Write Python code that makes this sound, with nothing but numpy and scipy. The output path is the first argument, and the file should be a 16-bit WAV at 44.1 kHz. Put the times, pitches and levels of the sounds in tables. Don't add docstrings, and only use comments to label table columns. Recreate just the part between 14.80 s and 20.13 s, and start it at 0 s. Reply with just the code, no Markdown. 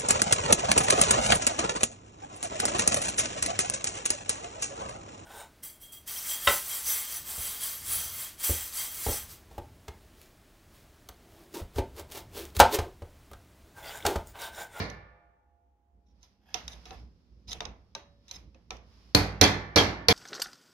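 import sys
import numpy as np
from scipy import signal
from scipy.fft import rfft, irfft
from scipy.io import wavfile
from scipy.ndimage import uniform_filter1d

SR = 44100
rng = np.random.default_rng(int(sys.argv[2]) if len(sys.argv) > 2 else 0)


def transcribe(signal):
    frames = np.atleast_2d(signal).T
    limited = np.clip(frames, -1, 1)
    pcm = np.round(limited * 32767).astype(np.int16)
    wavfile.write(sys.argv[1], SR, pcm)


N = 234964
TIME = np.arange(N) / SR


def amp(db):
    return 10 ** (np.asarray(db) / 20)


def unit(x):
    return x / np.sqrt(np.mean(x ** 2) + 1e-20)


def read(points, hz):
    f, value = np.transpose(points)
    return np.interp(np.log(hz + 1), np.log(f), value)


def drift(size, span):
    return unit(uniform_filter1d(rng.standard_normal(size), span))


def add(mix, s, sound):
    at = round(s * SR)
    sound = sound[:, max(-at, 0):]
    part = mix[:, max(at, 0):][:, :sound.shape[1]]
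    part += sound[:, :part.shape[1]]


def panned(x, db):
    return x * amp([[db / 2], [-db / 2]])


def tilted(x, tilt_db):
    size = x.shape[1]
    octaves = np.log2(np.maximum(np.fft.rfftfreq(2 * size, 1 / SR), 100) / 2000)
    return irfft(rfft(x, 2 * size) * amp(tilt_db * octaves))[:, :size]


def ring(modes, length, rise, apart_hz, pitch=1., linger=1.):
    t = TIME[:int(length * SR)]
    out = np.zeros((2, len(t)))
    for hz, db, t60 in modes:
        phase = 2 * np.pi * rng.random() + rng.uniform(-1.11, 1, (2, 1)) * min(hz / apart_hz, np.pi)
        level = amp(db + rng.uniform(-0.13, 3.56)) * np.exp(-np.log(1000) * t / (t60 * linger))
        out += level * np.sin(2 * np.pi * hz * pitch * t + phase)
    return out * (1 - np.exp(-(t / rise) ** 2)) * np.minimum(10 * (1 - t / length), 1)


def contact(spectrum, length, spread, size=4096):
    u = TIME[:size] / length
    mid, side = rng.standard_normal((2, size))
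    chatter = np.array([mid + spread * side, mid - spread * side]) * np.sqrt(u) * np.exp(-u)
    log_gain = np.log(amp(read(spectrum, abs(np.fft.fftfreq(size, 1 / SR)))))
    response = np.fft.ifft(np.exp(np.conj(signal.hilbert(log_gain)))).real
    causal = max(response, response[::-1], key=lambda h: np.sum(h[:size // 2] ** 2))[:size // 2]
    burst = signal.fftconvolve(chatter, causal[None], axes=1)[:, :size]
    return unit(burst) * np.sqrt(length * SR / size)


# (frequency [Hz], correlation [0-1])
COHERENCE = [(130, 0.9), (290, 0.92), (640, 0.53), (1400, 0), (15000, .05)]


def noise(spectrum, size, filled=0.97):
    hz = np.fft.rfftfreq(size, 1 / SR)
    left, other = rfft(rng.standard_normal((2, size))) * (rng.random(len(hz)) < filled)
    same = np.clip(read(COHERENCE, hz), -1, 1)
    pair = np.array([left, same * left + np.sqrt(1 - same ** 2) * other])
    high_pass = hz ** 2 / (hz ** 2 + 25 ** 2)
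    return unit(irfft(pair * amp(read(spectrum, hz)) * high_pass, size))


# (frequency [Hz], T60 [s])
DECAY = [(60, 1), (160, 0.66), (420, 0.55), (1100, 0.61), (2900, 0.44), (6000, 0.38), (12000, 0.3)]


def tail(spectrum, rise, hold=0., linger=0.67, ripple_db=2.5, filled=0.99):
    hz, t, bands = signal.stft(noise(spectrum, size=SR, filled=filled), SR, nperseg=512)
    ripple = np.minimum(drift(len(hz), 2), 1)[:, None]
    decay_db = 60 * np.maximum(t - hold, 0) / (linger * read(DECAY, hz)[:, None])
    sound = signal.istft(bands * amp(ripple_db * ripple - decay_db), SR, nperseg=512)[1][:, :SR]
    return sound * (1 - np.exp(-TIME[:SR] / rise)) * (1 - TIME[:SR] ** 10)


# (frequency ratio [1], level [dB], T60 [s])
PING = [(1, 0, 0.025), (1.055, -5.5, 0.016), (2.1, -5.5, 0.0042)]


def ping(hz, apart_hz):
    return ring(PING, 1 / 10, rise=0.0019, apart_hz=apart_hz, pitch=hz)


# (time [s], force [dB], crack [dB], bench boom [dB], loose tools [dB], left-right [dB],
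#   tilt [dB/octave], punch overtone [dB])
BLOWS = [(-0.075, -5.5, -5, -2, 14.5, -3, 0.06, -4), (4.348, -3.5, 7, 4.5, 2.5, 1.5, 0.5, -12),
         (4.6123, 2, -1.5, 2, 11.5, -10, 1, -12), (4.9594, 1.5, -5, -1.5, 11, -5.5, 0.8, 0.5),
         (5.2841, 0.5, 1, -3, -1, 2.5, 1.04, 4)]
# (frequency [Hz], level [dB], T60 [s])
TOOL_MODES = [(501, -27, 2.6), (608, -16, 1.1), (694, -24.5, 3.7), (824, -26, 5.2), (888, -27, 2.4),
              (1112, -13, 1.0), (1145, -14, 1.2), (1427, -15.5, 1.25), (1745, -4.5, .85), (1778, -8, .9),
              (1905, -12, .7), (2019, 2, .5), (2331, -8, .85)]
STEEL_MODES = [(3820, -10, 0.021), (4158, 7, 0.023), (4282, -15, 0.23), (4560, -4.5, 0.019),
               (4770, -3.5, 0.017), (6100, -5.5, 0.0052)]
BENCH_MODES = [(58.5, -6.5, 1.1), (86.7, 4.5, 0.3), (100.14, 0, 0.61), (156.3, -11.5, 0.92),
               (199.2, -2, 0.55), (243, 10.5, 0.028), (292.5, 2.5, 0.29)]
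VICE_MODES = [(414, -2, 0.32), (459, 2.5, 0.27), (729, -3.5, 0.3), (865, -13, 0.33), (1007, -4.5, 0.27),
              (1475, -13, .29), (1682, -8, .33), (1879, -6, 0.25), (2073, -10.5, 0.5), (2164, -13, .7),
              (2338, -5, 0.31), (2439, -12, .32)]
# (frequency [Hz], density [dB])
CRACK = [(60, -13), (200, -3.5), (500, 16.5), (900, -9.5), (1500, -2.5), (3000, -4.5), (4400, 8),
         (6300, -2.5), (7800, -17.5), (12500, -15), (14300, -24), (16000, -33.5)]
SIZZLE = [(5000, -44.5), (8600, 1), (13000, 2.5), (15000, -24)]
CLATTER = [(35, -27.5), (80, 0.5), (150, 0), (300, 0), (650, -0.5), (1300, -6.5), (2400, -6), (2900, -9.5),
           (4500, -5.5), (6200, -17), (7800, -30.5), (10000, -30.5), (13300, -33.5), (14600, -59)]
JANGLE = [(100, -15.5), (300, -1), (750, -4), (1300, -10), (1750, -5.5), (2300, -11), (2750, -15),
          (5500, -24.5), (7500, -58)]


def hammer(overtone_hz=5600):
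    out = np.zeros((2, N))
    for s, force_db, crack_db, boom_db, tools_db, pan_db, tilt_db, overtone_db in BLOWS:
        tools = ring(TOOL_MODES, 2, rise=.008, apart_hz=600)
        tools += .5 * ring(TOOL_MODES, 2, rise=.008, apart_hz=600, pitch=1.004)
        blow = amp(-48 + tools_db) * tools
        add(blow, 0, amp(-10.5 + crack_db) * panned(contact(CRACK, length=0.0022, spread=0.96), pan_db))
        steel = ring(STEEL_MODES, 1 / 2, rise=0.0022, apart_hz=9000)
        add(blow, 0, amp(-15 + crack_db) * panned(steel, pan_db))
        add(blow, 0, amp(-41 + crack_db) * tail(SIZZLE, rise=.002, linger=.75, filled=.025))
        add(blow, 0, amp(-18 + overtone_db) * panned(ping(overtone_hz, apart_hz=9130), pan_db))
        add(blow, 0, amp(-25.5 + boom_db) * ring(BENCH_MODES, 0.88, rise=0.0017, apart_hz=1500))
        add(blow, 0, amp(-24.5) * ring(VICE_MODES, 2, rise=0.002, apart_hz=860))
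        add(blow, 0, amp(-19.5) * tail(CLATTER, rise=0.0029, hold=0.018, linger=0.85))
        add(blow, 0, amp(-35) * tail(JANGLE, rise=0.046, linger=2, filled=.08))
        add(out, s, amp(force_db) * tilted(blow, tilt_db))
    return out


# (frequency [Hz], density [dB])
AIR = [(30, -17.5), (71, -1.5), (115, -23.5), (300, -22.5), (500, -28), (822, -29.5), (1220, -36.5),
       (4000, -50.5), (15000, -61)]


def air():
    return amp(-72) * noise(AIR, size=N)


# (time [s], level [dB], left-right [dB], coupling to the bench [dB], tilt [dB/octave],
#   looseness of grip [1], ping [Hz], overtone [Hz], handle knock [Hz])
TAPS = [(0.1, -26.5, -2, 3, 7.5, 1.5, 4170, 5900, 726), (1.429, -34.5, -2, 11.5, 6, 1, 4370, 5560, 985),
        (1.7423, -1.5, -10, 6, 2.5, 0.6, 3590, 5980, 729),
        (1.8791, -10, 2.5, -2.5, 5, 1.1, 3780, 6000, 846), (1.932, -23.5, 14, 3, 1, 0.84, 3500, 5000, 590),
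        (2.055, -19.5, 3, 11.5, 3, 1.1, 3790, 5030, 732), (2.107, -14, 3, 4, -2.5, 0.43, 4030, 5600, 761),
        (2.7297, -9, 6, -13, 6.5, .2, 3640, 6400, 800), (2.743, -25.5, -1, 8, -5, .5, 4000, 5340, 745),
        (2.805, -1, 2.5, -0.5, -0.6, 0.3, 3700, 5970, 712),
        (2.853, -9.5, -12.5, 1.5, -1.5, 0.39, 3800, 6240, 842),
        (3.15, -4.5, 3, -0.5, 0.1, 1.7, 3860, 5840, 899), (3.5117, -13.5, 3, 4.5, 6, 1.3, 4020, 5950, 541),
        (3.746, -29, 0, 5, -2.5, 0.56, 2550, 5200, 525), (3.906, -4, 2, 1.5, 0, 0.6, 2360, 5620, 754)]
# (frequency [Hz], density [dB])
ROOM = [(100, -14.5), (800, 3.5), (1500, -5), (2200, 0), (3700, 0), (4500, -10.5), (5200, -6), (6200, -11),
        (7700, -25), (11800, -26.5), (14500, -50)]
CLICK = [(100, -13), (400, -14.5), (800, 5), (1500, -3), (2400, 1), (3800, 3), (4500, -4), (5100, 2),
         (6200, 0.5), (7500, -23.5), (10000, -22), (12600, -29.5), (16000, -48.5)]
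HOLLOW = [(65, 4), (130, 0.5), (300, -2), (800, 2), (1550, -7.5), (2200, -4.5), (4300, -9.5), (6200, -10.5),
          (7800, -44), (12000, -27.5), (16000, -62)]
# (frequency [Hz], level [dB], T60 [s])
HANDLE_MODES = [(333.5, -10, 0.18), (451.5, 0.5, 0.086), (734.5, 4, 0.1), (796, -5.5, 0.069),
                (967, -1.5, 0.082), (1276, -1.5, 0.083), (1764, -11, 0.08)]
FREE_PUNCH_MODES = [(570, 0, .55), (1765, -11, .4), (2080, -9, .25), (3860, 2, .18), (3965, -5, .42)]


def taps(handle_hz=734):
    out = np.zeros((2, N))
    for s, level_db, pan_db, seat_db, tilt_db, loose, ping_hz, overtone_hz, knock_hz in TAPS:
        tap = amp(-46.5) * tail(ROOM, rise=0.0074, ripple_db=6.5)
        add(tap, 0, amp(-26.5) * panned(contact(CLICK, length=.0017, spread=.9), pan_db))
        pings = ping(ping_hz, apart_hz=2810) + amp(-11.5) * ping(overtone_hz, apart_hz=2810)
        add(tap, 0, amp(-26) * panned(pings, pan_db))
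        add(tap, 0, amp(-44 + seat_db) * tail(HOLLOW, rise=0.0022, linger=0.76))
        handle = ring(HANDLE_MODES, 1 / 2, rise=0.0074, apart_hz=790, pitch=knock_hz / handle_hz)
        add(tap, 0, amp(-38.5 + seat_db) * handle)
        add(tap, 0, amp(-60) * loose * ring(FREE_PUNCH_MODES, 2, rise=.003, apart_hz=2000, linger=loose))
        add(out, s, amp(level_db) * tilted(tap, tilt_db))
    return out


# (time [s], level [dB], ping [Hz])
TICKS = [(0.1, -52, 4220), (3.481, -55.5, 4100), (3.967, -58.5, 5560)]


def ticks():
    out = np.zeros((2, N))
    for s, level_db, ping_hz in TICKS:
        tick = amp(-10) * ping(ping_hz, apart_hz=4220)
        add(tick, 0, tilted(contact(CLICK, length=.002, spread=1), tilt_db=5))
        add(out, s, amp(level_db) * tick)
    return out


def held(level_db, from_s=1.07, attack_s=1):
    return amp(level_db) * np.clip((TIME - from_s) / attack_s, 0, 1)


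def gesture(s, length, level_db, attack, t60):
    t = TIME - s
    swell = np.sin(np.pi / 2 * np.clip(t / attack, 0, 1)) ** 2
    return amp(level_db) * swell * np.exp(-np.log(1000) * np.maximum(t - length, 0) / t60)


# (time [s], length [s], level [dB])
NUDGES = [(1.105, 0.058, -57), (1.226, 0.17, -58), (1.702, 0.3, -47), (2.053, 0.2, -46),
          (2.477, 0.1, -52.5), (2.639, 0.078, -44.5), (2.8, 0.097, -43.5), (3.513, 0.15, -47),
          (3.873, 0.064, -45), (4.026, 0.28, -57.5)]
# (frequency [Hz], density [dB])
RUMBLE = [(25, -42.5), (40, -20), (60, 5), (130, -9.5), (201, -8.5), (350, -19), (557, -23), (780, -49.5),
          (1170, -57), (1980, -120)]


def nudges(sway_hz=58.8, wander_hz=3.2):
    push = sum(gesture(*row, attack=0.065, t60=0.41) for row in NUDGES)
    rumble = noise(RUMBLE, size=N) * np.hypot(push, held(-54.5))
    hz = sway_hz + wander_hz * drift(N, 4000)
    sway = np.sqrt(2) * np.sin(2 * np.pi * np.cumsum(hz) / SR)
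    return amp(-9) * rumble + amp(-5) * push * sway


# (time [s], length [s], level [dB])
BRUSHES = [(1.24, 0.29, -77.5), (1.612, 0.58, -63.5), (3.374, 0.21, -64), (3.955, 0.36, -67)]
# (frequency [Hz], density [dB])
RUSTLE = [(290, -18), (500, -6.5), (1120, -3.5), (1600, -9), (4220, -7.5), (5200, -3), (6240, -17.5),
          (8240, -30.5), (11400, -25), (14000, -38)]


def brushes():
    brush = sum(gesture(*row, attack=0.22, t60=0.32) for row in BRUSHES)
    return noise(RUSTLE, size=N) * np.hypot(brush, held(-79))


def contact_train(response, length, per_s=700):
    size = int(length * SR)
    impulses = rng.standard_normal(size) * (rng.random(size) < per_s / SR)
    impulses *= signal.windows.tukey(size, .8)
    sound = signal.fftconvolve(impulses[None], response, axes=1)
    return unit(sound) * np.sqrt(size / sound.shape[1])


# (time [s], length [s], level [dB], ping [Hz])
SCRAPES = [(1.241, 0.1, -84, 5450), (1.402, 0.069, -69.5, 5230), (1.905, 0.043, -53, 3700),
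           (2.668, 0.056, -49, 4970), (2.701, 0.04, -41.5, 3720), (3.473, 0.039, -58.5, 3900),
           (3.526, 0.05, -51, 5310)]
# (frequency [Hz], level [dB], T60 [s])
SCRAPE_MODES = [(1990, -13, 0.04), (3620, -2, .022), (3950, 1, 0.034), (5150, -7, .015), (6040, -8, 0.011),
                (6470, -5.5, 0.0077)]


def scrapes(spots=4, detune=.04):
    out = np.zeros((2, N))
    for s, length, level_db, ping_hz in SCRAPES:
        for spot in rng.uniform(-1.03, 1, spots):
            slip = amp(-20) * tail(ROOM, rise=.004)
            add(slip, 0, amp(-2) * tilted(contact(CLICK, length=0.00043, spread=1), tilt_db=6))
            add(slip, 0, amp(3.5) * ping(ping_hz * (1 + detune * spot), apart_hz=4220))
            add(slip, 0, amp(-5.5) * ring(SCRAPE_MODES, 1 / 10, rise=0.00061, apart_hz=4220))
            add(slip, 0, amp(-23.5) * ring(HANDLE_MODES, 1 / 2, rise=0.00089, apart_hz=800))
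            add(out, s, amp(level_db) * contact_train(slip, length) / np.sqrt(spots))
    return out


# (time [s], length [s], level [dB])
SLIDES = [(1.572, 0.37, -66.5), (1.842, 0.17, -64), (2.072, 0.1, -58.5)]
# (frequency [Hz], level [dB], T60 [s])
SHANK_MODES = [(748, -1, 0.023), (1700, -5, 0.025), (2640, -7, 0.028), (3340, -8, 0.022),
               (4950, -4.5, 0.012), (9800, -14, 0.014), (11750, -14, 0.016)]


def slides():
    out = np.zeros((2, N))
    for s, length, level_db in SLIDES:
        slip = amp(-10.5) * tail(ROOM, rise=0.0026)
        add(slip, 0, ring(SHANK_MODES, 1 / 10, rise=0.00026, apart_hz=3000))
        add(out, s, amp(level_db) * contact_train(slip, length))
    return out


# (time [s], length [s], level [dB])
RATTLES = [(4.6295, 0.016, -19), (4.969, 0.023, -19), (5.298, .02, -25.5)]
# (frequency [Hz], level [dB], T60 [s])
HEAD_MODES = [(3170, 2, .13), (3305, 4, 0.11), (3400, 6, 0.08), (4500, -2, 0.08), (4620, -1, 0.07),
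              (9400, -11, .04)]


def rattles():
    out = np.zeros((2, N))
    for s, length, level_db in RATTLES:
        clank = ring(HEAD_MODES, 1 / 2, rise=.001, apart_hz=2000)
        add(clank, 0, amp(8) * contact(CLICK, length=.001, spread=1))
        add(out, s, amp(level_db) * contact_train(clank, length))
    return out


def scene():
    return hammer() + air() + taps() + ticks() + nudges() + brushes() + scrapes() + slides() + rattles()


# (frequency [Hz], left-right [dB])
BALANCE = [(100, -3.5), (700, -2.5), (2400, -2), (4400, 1), (6300, -13), (8200, -2), (15000, -13)]


def record(dry, edge_hz=16300):
    balance_db = read(BALANCE, np.fft.rfftfreq(2 * N, 1 / SR))
    heard = irfft(rfft(dry, 2 * N) * amp([balance_db / 2, -balance_db / 2]))[:, :N]
    rounded = heard / (1 + heard ** 4) ** (1 / 4)
    low_pass = signal.firwin(255, edge_hz, window=("kaiser", 9), fs=SR)
    return signal.oaconvolve(rounded, low_pass[None], "same")


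dry = scene()
out = record(dry)
transcribe(out)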